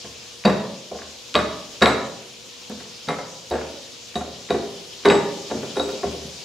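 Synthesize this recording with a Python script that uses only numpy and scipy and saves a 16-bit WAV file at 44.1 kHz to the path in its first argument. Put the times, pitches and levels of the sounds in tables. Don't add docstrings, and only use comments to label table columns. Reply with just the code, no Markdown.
import sys
import numpy as np
from scipy import signal
from scipy.fft import rfft, irfft
from scipy.io import wavfile
from scipy.ndimage import uniform_filter1d

SR = 44100
rng = np.random.default_rng(int(sys.argv[2]) if len(sys.argv) > 2 else 0)


def persist_wave(psi):
    counts = np.round(np.clip(psi, -1, 1) * 32767).astype(np.int16)
    wavfile.write(sys.argv[1], SR, np.atleast_2d(counts).T)


def invert_db(x):
    u = np.asarray(x, float) / 20
    return 10 ** u


N = 284004


def at_hz(points, hz):
    table_hz, value = np.array(points).T
    return np.interp(np.log(hz), np.log(table_hz), value)


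def drift(rate_hz, size=N):
    r = np.exp(-80 * np.pi * rate_hz / SR)
    white = rng.standard_normal(size // 40 + 2002)
    slow = signal.lfilter([1], [1, -2 * r, r * r], white)[2000:]
    return np.interp(np.arange(size) / 40, np.arange(len(slow)), slow / slow.std())


def band(x, low_hz, high_hz):
    edges_hz = [low_hz, min(high_hz, .45 * SR)]
    return signal.sosfilt(signal.butter(2, edges_hz, "band", fs=SR, output="sos"), x)


def noise_bank(size, likeness, gain):
    out = 0
    edges = 28 * 2 ** np.arange(0, 9.4, 1 / 3)
    white = rng.standard_normal((2, 2, size + 4000))
    for k, (low, high) in enumerate(zip(edges, edges[1:])):
        third_octave = signal.butter(2, [low, high], "band", fs=SR, output="sos")
        mid, side = signal.sosfilt(third_octave, white[k % 2])[:, 4000:]
        hz = np.sqrt(low * high)
        alike = np.clip(at_hz(likeness, hz), -1, 1)
        stereo = np.sqrt(1 + alike) * mid + np.sqrt(1 - alike) * side * [[1], [-1]]
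        out = out + gain(hz) * stereo
    return out


def ring(clicks, hz, t60):
    r, w = invert_db(-60 / (t60 * SR)), 2 * np.pi * hz / SR
    return signal.lfilter([0, np.sin(w)], [1, -2 * r * np.cos(w), r * r], clicks + 1e-18)


def swell(x, hz, rise_s):
    r = np.exp(-1 / (rise_s * SR))
    numerator = (1 - r * r) / 2 * np.array([1, 0, -1])
    return signal.lfilter(numerator, [1, -2 * r * np.cos(2 * np.pi * hz / SR), r * r], x)


# (frequency [Hz], rms level [dB])
HUM_HARMONICS = [(120, -63.5), (240, -63.5), (360, -63), (480, -56)]


def hum():
    t = np.arange(N) / SR
    out = np.zeros(N)
    for hz, db in HUM_HARMONICS:
        level = np.sqrt(2) * invert_db(db + 1.4 * drift(9.3))
        out += level * np.sin(2 * np.pi * hz * t + 2.08 * drift(2.76))
    return out


# (frequency [Hz], density [dB per Hz])
RUMBLE_SPECTRUM = [(18, -50), (30, -16.5), (239, -13.5), (287, -8), (355, -22.5), (415, -10.5),
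                   (473, -10.5), (649, -15.5)]
# (frequency [Hz], density [dB per Hz])
INSECT_SPECTRUM = [(1000, -7), (1900, -11), (2850, 0), (6200, -1.5), (8300, -18), (9500, -13),
                   (10800, -23.5), (16000, -29)]
# (frequency [Hz], left-right likeness [-1 to 1])
OUTSIDE_LIKENESS = [(60, 1), (240, 0.083), (950, 0.27), (3770, 0.48), (15000, 0.49)]
# (frequency [Hz], left over right [dB])
OUTSIDE_BALANCE = [(60, 1), (240, 4), (950, 0), (3770, 2), (15000, 0.5)]
# (time [s], level [dB])
OUTSIDE_SWELL = [(0, -39.5), (1, -40), (1.8, -39), (2.3, -41.5), (3, -40), (3.999, -40.5), (4.999, -39),
                 (5.5, -38), (6.44, -38)]


def outside(insects_db=-10, patchy_db=1.3):
    together = drift(0.82)
    spectrum = RUMBLE_SPECTRUM + [(hz, db + insects_db) for hz, db in INSECT_SPECTRUM]

    def gain(hz):
        balance = invert_db(at_hz(OUTSIDE_BALANCE, hz) / 2 * np.array([[1], [-1]]))
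        patches = .5 * together + drift(9.8)
        return balance * invert_db(at_hz(spectrum, hz) + patchy_db * patches)

    air = noise_bank(N, OUTSIDE_LIKENESS, gain)
    s, level_db = np.transpose(OUTSIDE_SWELL)
    return invert_db(np.interp(np.arange(N) / SR, s, level_db)) * air / air.std()


# (frequency [Hz], t60 [s])
SHED_T60 = [(60, 0.94), (200, 0.81), (600, 0.75), (1500, 0.56), (4000, 0.55), (10000, 0.27)]
# (frequency [Hz], left-right likeness [-1 to 1])
SHED_LIKENESS = [(60, 1), (240, 0.96), (950, 0.74), (3770, 0.67), (15000, 0.77)]


def shed(dry, even_over_hz=24):
    t = np.arange(SR) / SR

    def gain(hz):
        t60 = at_hz(SHED_T60, hz)
        return invert_db(-60 * t / t60) / np.sqrt(t60)

    both = rfft(noise_bank(SR, SHED_LIKENESS, gain), 2 * SR)
    power = np.abs(both.sum(axis=0)) ** 2
    colour = uniform_filter1d(power, size=2 * even_over_hz) + 1e-4 * power.mean()
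    echo = irfft(both / np.sqrt(colour))[:, :SR]
    echo = echo * (1 - np.exp(-t / 0.00064)) / np.sqrt(np.sum(echo ** 2) / 2)
    return signal.fftconvolve(dry[None], echo, axes=1)[:, :N]


# (time [s], level [dB])
THUMPS = [(0.066, -52), (0.458, -38), (0.93, -49.5), (1.046, -55), (1.358, -35), (1.447, -47), (1.819, -31),
          (2.718, -51.5), (3.1, -51), (3.513, -36), (3.619, -52), (4.167, -39), (4.27, -55), (4.519, -41),
          (5.069, -37.5), (5.52, -45), (5.789, -42.5), (6.057, -37.5), (6.2, -45)]


def slab(hz=75.7, t60=0.48):
    clicks = np.zeros(N)
    s, db = np.transpose(THUMPS)
    clicks[[round((time - .01) * SR) for time in s]] = invert_db(db + 7.0)
    return swell(ring(clicks, hz, t60), hz, 0.016)


# (time [s], level [dB], lowest frequency [Hz], highest frequency [Hz])
TICKS = [(0.987, -33, 1000, 3500), (1.019, -28.5, 1000, 3500), (0.439, -24, 700, 3500),
         (0.454, -22, 3000, 11200), (1.342, -15, 795, 5860), (1.3530, 0, 1300, 3800),
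         (1.810, -22, 600, 5960), (1.8581, -3.5, 1610, 4470), (2.697, -32, 4000, 15000),
         (3.072, -27, 1000, 6000), (3.501, -25.5, 1500, 15000), (4.144, -31, 790, 2480),
         (4.489, -29, 890, 2200), (5.037, -31, 596, 4000), (5.086, -22, 3500, 5227),
         (5.087, -26, 6300, 7400), (5.1, -7, 1300, 3830), (5.879, -44, 15000, 15800),
         (5.906, -40, 11000, 15800), (5.918, -45, 11000, 15800)]


def ticks():
    out, t = np.zeros(N), np.arange(400) / SR
    for s, db, low_hz, high_hz in TICKS:
        grit = rng.standard_normal(len(t)) * np.exp(-t / 0.00078)
        pulse = band(band(grit, low_hz, high_hz), low_hz, high_hz)
        out[round(s * SR):][:len(t)] += invert_db(db) * pulse / np.abs(pulse).max()
    return out


# (time [s], level [dB])
COLLAR_HITS = [
    (1.86, -34),
    (1.874, -21),
    (1.92, -27),
]
# (frequency [Hz], level [dB], t60 [s])
COLLAR_MODES = [(4010, -6, 0.16), (4020, -5, 0.098), (4230, -10, 0.095)]


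def collar():
    s, db = np.transpose(COLLAR_HITS)
    clicks = np.zeros(N)
    clicks[np.round(s * SR).astype(int)] = invert_db(db)
    out = np.zeros(N)
    for hz, mode_db, t60 in COLLAR_MODES:
        out += invert_db(mode_db) * swell(ring(clicks, hz, t60), hz, 0.0015)
    return out


# (time [s], level [dB],
# share of the second family [dB], of the overtones [dB], of the top family [dB])
PINGS = [(0.453, -30.5, 12.5, -14, -32), (0.458, -16.5, -25, -28, -40), (1.354, -13.5, -11, -19, -37),
         (1.3867, -41, -5, 0, -12), (1.821, -11.5, -10, -16, -29.5), (1.8302, -24.5, -6, -4, -19),
         (1.8719, -27, -21, 2, -16), (3.0856, -26, -12, -15, -22), (3.5133, -31.5, -7, -9, -34),
         (4.156, -23, -12, -14, -27), (4.505, -23.5, -11, -19, -28), (5.055, -16, -27, -15.5, -33),
         (5.086, -27, 1, -4, -25), (5.1011, -16, -29, -12, -41), (5.1202, -27, -15, -6, -30),
         (5.154, -26, -22, -8, -26), (5.508, -34, -15, -18, -32), (5.7684, -27, -26, -11, -23),
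         (5.7979, -20.5, -24, -21, -30), (5.824, -37, -20, -2, -16), (5.9044, -40, 0, -6, -17)]
# (frequency [Hz], level [dB], t60 [s])
SHAFT_FAMILIES = [
    [(3768, -1.5, 0.066), (3835, 3, 0.063), (3800, -25, 0.14), (3885, -22, 0.097), (3960, -15, 0.19)],
    [(4570, 7, 0.032), (4660, 1, 0.014)],
    [(7620, -16, 0.1), (7750, -8.5, 0.25), (7820, -6, 0.12), (7700, -16, 0.092)],
    [(9950, -0.5, 0.18), (10400, 2, 0.25), (10200, -2, 0.1), (12400, -7, .06)],
]


def shaft():
    s, db, second_db, overtone_db, top_db = np.transpose(PINGS)
    families_db = [db, db + second_db, db + overtone_db, db + top_db]
    at = np.round((s - .001) * SR).astype(int)
    luck = rng.standard_normal((len(s), 4, 8))
    out = np.zeros(N)
    for family, modes in enumerate(SHAFT_FAMILIES):
        for k, (hz, mode_db, t60) in enumerate(modes):
            clicks = np.zeros(N)
            clicks[at] = invert_db(families_db[family] + mode_db + 1.8 * luck[:, family, k])
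            out += swell(ring(clicks, hz, t60), hz, 0.0011)
    return out


def strength_db(shove, hz):
    weight_hz, strength_hz, hardness_hz = 150, 550, 1500
    roll_off_db_per_octave = -10.5
    s, db, weight_db, hardness_db = np.transpose(shove)
    low = np.interp(np.log(hz), np.log([weight_hz, strength_hz]), [1, 0])
    high = np.interp(np.log(hz), np.log([strength_hz, hardness_hz]), [0, 1])
    octaves_above = max(np.log2(hz / hardness_hz), 0)
    return db + low * weight_db + high * hardness_db + roll_off_db_per_octave * octaves_above


# (frequency [Hz], level [dB])
CRACK = [(100, -20.5), (300, -7.5), (1000, -4), (3000, 1), (6000, 4.5), (13000, -3)]


def steel(shove, housing, ring_share=0.27, housing_db=-4.0, rattle_db=5.5):
    start = round(shove[0][0] * SR) - 200
    size = min(round((shove[-1][0] + .6) * SR), N) - start
    at = [round((row[0] - .002) * SR) - start for row in shove]
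    luck = rng.standard_normal((len(at), 40))
    out = np.zeros(size)
    for k, (hz, db, t60) in enumerate(housing):
        mode_t60 = np.clip(t60, .03, 1.6) * ring_share
        sign = np.sign(luck[:, -1 - k // 4])
        clicks = np.zeros(size)
        clicks[at] = invert_db(strength_db(shove, hz) + db + housing_db + 1.14 * luck[:, k]) * sign
        rattle = invert_db(rattle_db * np.tanh(drift(23.0, size=size)))
        out += rattle * swell(ring(clicks, hz, mode_t60), hz, 0.0011 + 0.51 / hz)
    grit = rng.standard_normal((2, size))
    for k, hz in enumerate(np.geomspace(140, 12800, 14)):
        clicks = np.zeros(size)
        clicks[at] = invert_db(strength_db(shove, hz) + at_hz(CRACK, hz))
        fade = invert_db(-60 / ((0.038 + 50 / hz) * SR))
        load = np.exp(-1 / (0.00053 * SR))
        poles = np.convolve([1, -fade], [1, -load])
        envelope = signal.lfilter([1 - load], poles, clicks + 1e-18)
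        out += band(grit[k % 2] * envelope, hz / 1.19, hz * 1.19) * np.sqrt(SR / hz)
    return np.pad(out, (start, N - start - size))


# (time [s], strength [dB],
# weight = extra drive of the lowest modes [dB], hardness = extra drive of the upper modes [dB])
SHOVE_1 = [
    (0.046, -29.5, -1.5, -10),
    (0.451, -7, -8.5, -9.5),
    (0.456, -7, -5.5, -8),
    (0.476, -12, -16, -8),
    (0.497, -15.5, -14, -3),
    (0.641, -26, -25, -13),
    (0.915, -17, -25, -27),
    (0.949, -22.5, -21, -22),
    (0.988, -46, -4, 11),
    (1.019, -41, -15, 2.5),
]
SHOVE_2 = [
    (1.349, -19.5, -4, 2),
    (1.354, -9.5, -4, -4.5),
    (1.36, -25.5, -5, 7),
    (1.389, -24, -4, 7.5),
]
SHOVE_3 = [
    (1.817, -10, 1.5, -8.5),
    (1.8225, -13, -8, 6.5),
    (1.8254, -13, -10, -1.5),
    (1.832, -17, -17, -24),
    (1.859, -11.5, -15, 3.5),
    (1.874, -13.5, -16, -9),
    (1.895, -20, -17, 0),
]
NUDGE = [
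    (2.699, -26, -4.5, -10.5),
    (2.714, -41, 1, -3),
    (2.746, -39, 0, -10),
    (2.802, -42, -17, 9.5),
    (2.855, -43, -16, 1),
]
SHOVE_4 = [
    (3.079, -27.5, 11, -8),
    (3.088, -16, -17, -2),
    (3.105, -20.5, -33, -5.5),
    (3.129, -31, -6, 3),
    (3.187, -23.5, -30, -8),
]
SHOVE_5 = [
    (3.511, -8, -13.5, -19.5),
    (3.524, -18, -22, -10),
    (3.538, -17.5, -16, -8),
    (3.553, -22.5, -20, -8),
    (3.583, -30, -20, 1),
    (3.613, -30.5, -20, 1),
    (3.638, -31, -6, -12),
]
PUSH_1 = [
    (4.157, -15, -6.5, -9.5),
    (4.209, -23, -6, -11),
    (4.278, -25.5, -18, -27),
]
PUSH_2 = [
    (4.498, -28, 5, 1),
    (4.506, -13, -5.5, -8.5),
    (4.543, -12.5, -9, -18),
    (4.63, -22.5, -24, -34),
    (4.719, -38, -7, -16),
]
LONG_SHOVE_1 = [(5.051, -23, -11, 5), (5.056, -10.5, -8, 0), (5.066, -13.5, -4.5, -14),
                (5.078, -19, -9, -16), (5.088, -15.5, -9, -5), (5.102, -11.5, -19, 1),
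                (5.107, -14.5, -14, -4), (5.122, -16, -6, -6.5), (5.142, -22.5, -5, -2),
                (5.19, -24, -5, -5), (5.24, -32, -7, -22), (5.287, -27.5, -7.5, -22)]
LONG_SHOVE_2 = [(5.502, -28.5, 5, -4), (5.512, -11.5, -20, -19), (5.544, -20.5, 4, -19),
                (5.631, -21, -5, -9), (5.701, -34, 2, -13), (5.758, -24, -14, -10),
                (5.769, -12, -16.5, -15), (5.797, -12.5, -17, -12.5), (5.849, -18, -21, -27),
                (5.89, -23.5, -9, -8.5), (5.933, -24, -3, -34), (6.032, -22.5, -10, -4),
                (6.036, -14.5, -4, -23), (6.074, -26.5, -20, -13), (6.144, -27.5, -4, -30),
                (6.247, -50, 26, -4)]
# (frequency [Hz], level [dB], t60 [s])
HOUSING_1 = [(165, -12, 0.4), (205.5, 4, 0.61), (253, -3.5, 0.11), (320, -11, 0.56), (408, -14, 0.62),
             (475, -6, 0.41), (502, 1, 0.23), (588, -14, .44), (1000, -9, 0.68), (1070, -4, 0.68),
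             (1154, 2.5, 0.19), (1327, -5, 0.29), (1510, -14, .5), (2054, -10, .25)]
HOUSING_2 = [(221, 4, 0.6), (262, 0, 0.37), (312, 2, 0.46), (409, 0, 0.55), (472, -3, 0.35), (624, -2, 1.1),
             (870, -13, .5), (1120, -3, .4), (1190, -3, 0.84), (1255, -2, 0.67), (1730, -15, 0.37),
             (1930, -5, 0.25), (2200, -5, 0.26), (3060, -13, .29)]
HOUSING_3 = [(219, 5, 0.27), (381, -3, 0.84), (469, -4, 0.48), (504, -6, 0.76), (567, -7, 0.37),
             (669, -4.5, 0.43), (795, -18, .6), (1024, -10, 0.45), (1117, 1.5, 0.26), (1258, 4.5, 0.25),
             (1336, -1, .3), (1750, -8, .3), (2136, 0, 0.18), (2480, -16, 0.36), (3035, -10, 0.35),
             (3433, -7, 0.36)]
HOUSING_NUDGED = [(213.3, 6, .8), (249.3, 5.5, 0.96), (428, -6, .4), (496, -3, .8), (694, 0, .3),
                  (840, -18, 0.36), (1140, -8, .3), (1300, -12, 0.33)]
HOUSING_4 = [(161, -2, 0.37), (208, 1.5, 0.41), (276, 3, 0.59), (520, -3, .68), (590, -5, 0.43),
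             (645, -1, 0.32), (703.5, -1.5, 0.35), (825, -4, 0.37), (995, -3, .43), (1150, -7, 0.57),
             (1290, 4, 0.13), (1580, -9, 0.45), (1830, -8, .3), (2100, 3, 0.22)]
HOUSING_5 = [(81.6, -18, 0.35), (260, -28, 0.39), (367, -0.5, 0.48), (493, -8.5, 0.31), (540, -17, 0.23),
             (650, -29, 0.37), (790, -33, 0.82), (874, -4, 0.3), (1254, -35, 0.46), (1373, -33, 0.48),
             (1561, -37, 0.48), (2110, -42, 0.6)]
HOUSING_PUSHED_1 = [(140, -4, .6), (219, 2, 0.63), (250, 0.5, 0.52), (344, -3, .5), (399.2, 0, 0.55),
                    (520, -7, .4), (618, -5, 0.49), (700, 2, 0.39), (730, -6, .4), (1018, -10, .3),
                    (1200, -10, .3), (1390, -1, 0.32), (1680, -6, .2), (2050, -5, .2)]
HOUSING_PUSHED_2 = [(78, -20, 0.62), (222, -3.5, 0.99), (394.8, 6.5, 0.41), (678, -0.5, 0.39),
                    (499, -2, 0.5), (1060, -18, 1.0), (1214, -5.5, 0.35), (1530, -17, 0.51),
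                    (1600, -21.5, 0.36), (2010, -24, 0.19), (2826, -32, .5)]
HOUSING_LONG_1 = [(219.7, 2, 1.1), (391, 5.5, 0.44), (338, 0.5, 0.64), (399, 10.5, 0.74), (487, -5, 0.63),
                  (546, -3, 0.54), (567, -5, 0.65), (650, -15, .6), (830, -2.5, 0.41), (929, -3, 0.43),
                  (1117, 4.5, 0.21), (1202, -3, 0.47), (1480, -14, .3), (1760, -12, .3), (2028, 4, 0.24),
                  (3004, 4, 0.32)]
HOUSING_LONG_2 = [(135, -9.5, .7), (223, -4, 0.94), (295, -1, 0.43), (380, -1, 0.42), (396, 6, 0.43),
                  (522, -3.5, 0.64), (575, -16, 0.64), (664, -10, 0.65), (700, -10, .5), (830, -13, 0.61),
                  (1010, -18, 0.29), (1126, -1, 0.17), (1380, 5, 0.15), (1445, -4, 0.24)]


def knocks():
    depths = [(SHOVE_1, HOUSING_1), (SHOVE_2, HOUSING_2), (SHOVE_3, HOUSING_3), (NUDGE, HOUSING_NUDGED),
              (SHOVE_4, HOUSING_4), (SHOVE_5, HOUSING_5), (PUSH_1, HOUSING_PUSHED_1),
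              (PUSH_2, HOUSING_PUSHED_2), (LONG_SHOVE_1, HOUSING_LONG_1), (LONG_SHOVE_2, HOUSING_LONG_2)]
    return sum(steel(shove, housing) for shove, housing in depths)


def scene():
    blows, pings, snaps = knocks(), shaft() + collar(), ticks()
    near = invert_db(-5.5) * blows + invert_db(-2.5) * pings + snaps + slab()
    far = shed(invert_db(-7.0) * blows + invert_db(-8.5) * pings + invert_db(-8.0) * snaps)
    lean = invert_db(np.array([[.2], [-.2]]))
    return near * lean + far + outside() + hum()


def band_limit(x):
    return signal.sosfilt(signal.butter(12, 16320, fs=SR, output="sos"), x)


def record(dry):
    top, cutoff_hz = 1.5, 15700
    x = signal.sosfilt(signal.butter(2, 52, "high", fs=SR, output="sos"), dry)
    rounded = top * np.tanh(x / top)
    mix = signal.sosfilt(signal.ellip(12, .5, 60, cutoff_hz, fs=SR, output="sos"), rounded)
    return band_limit(mix)


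dry = scene()
out = record(dry)
persist_wave(out)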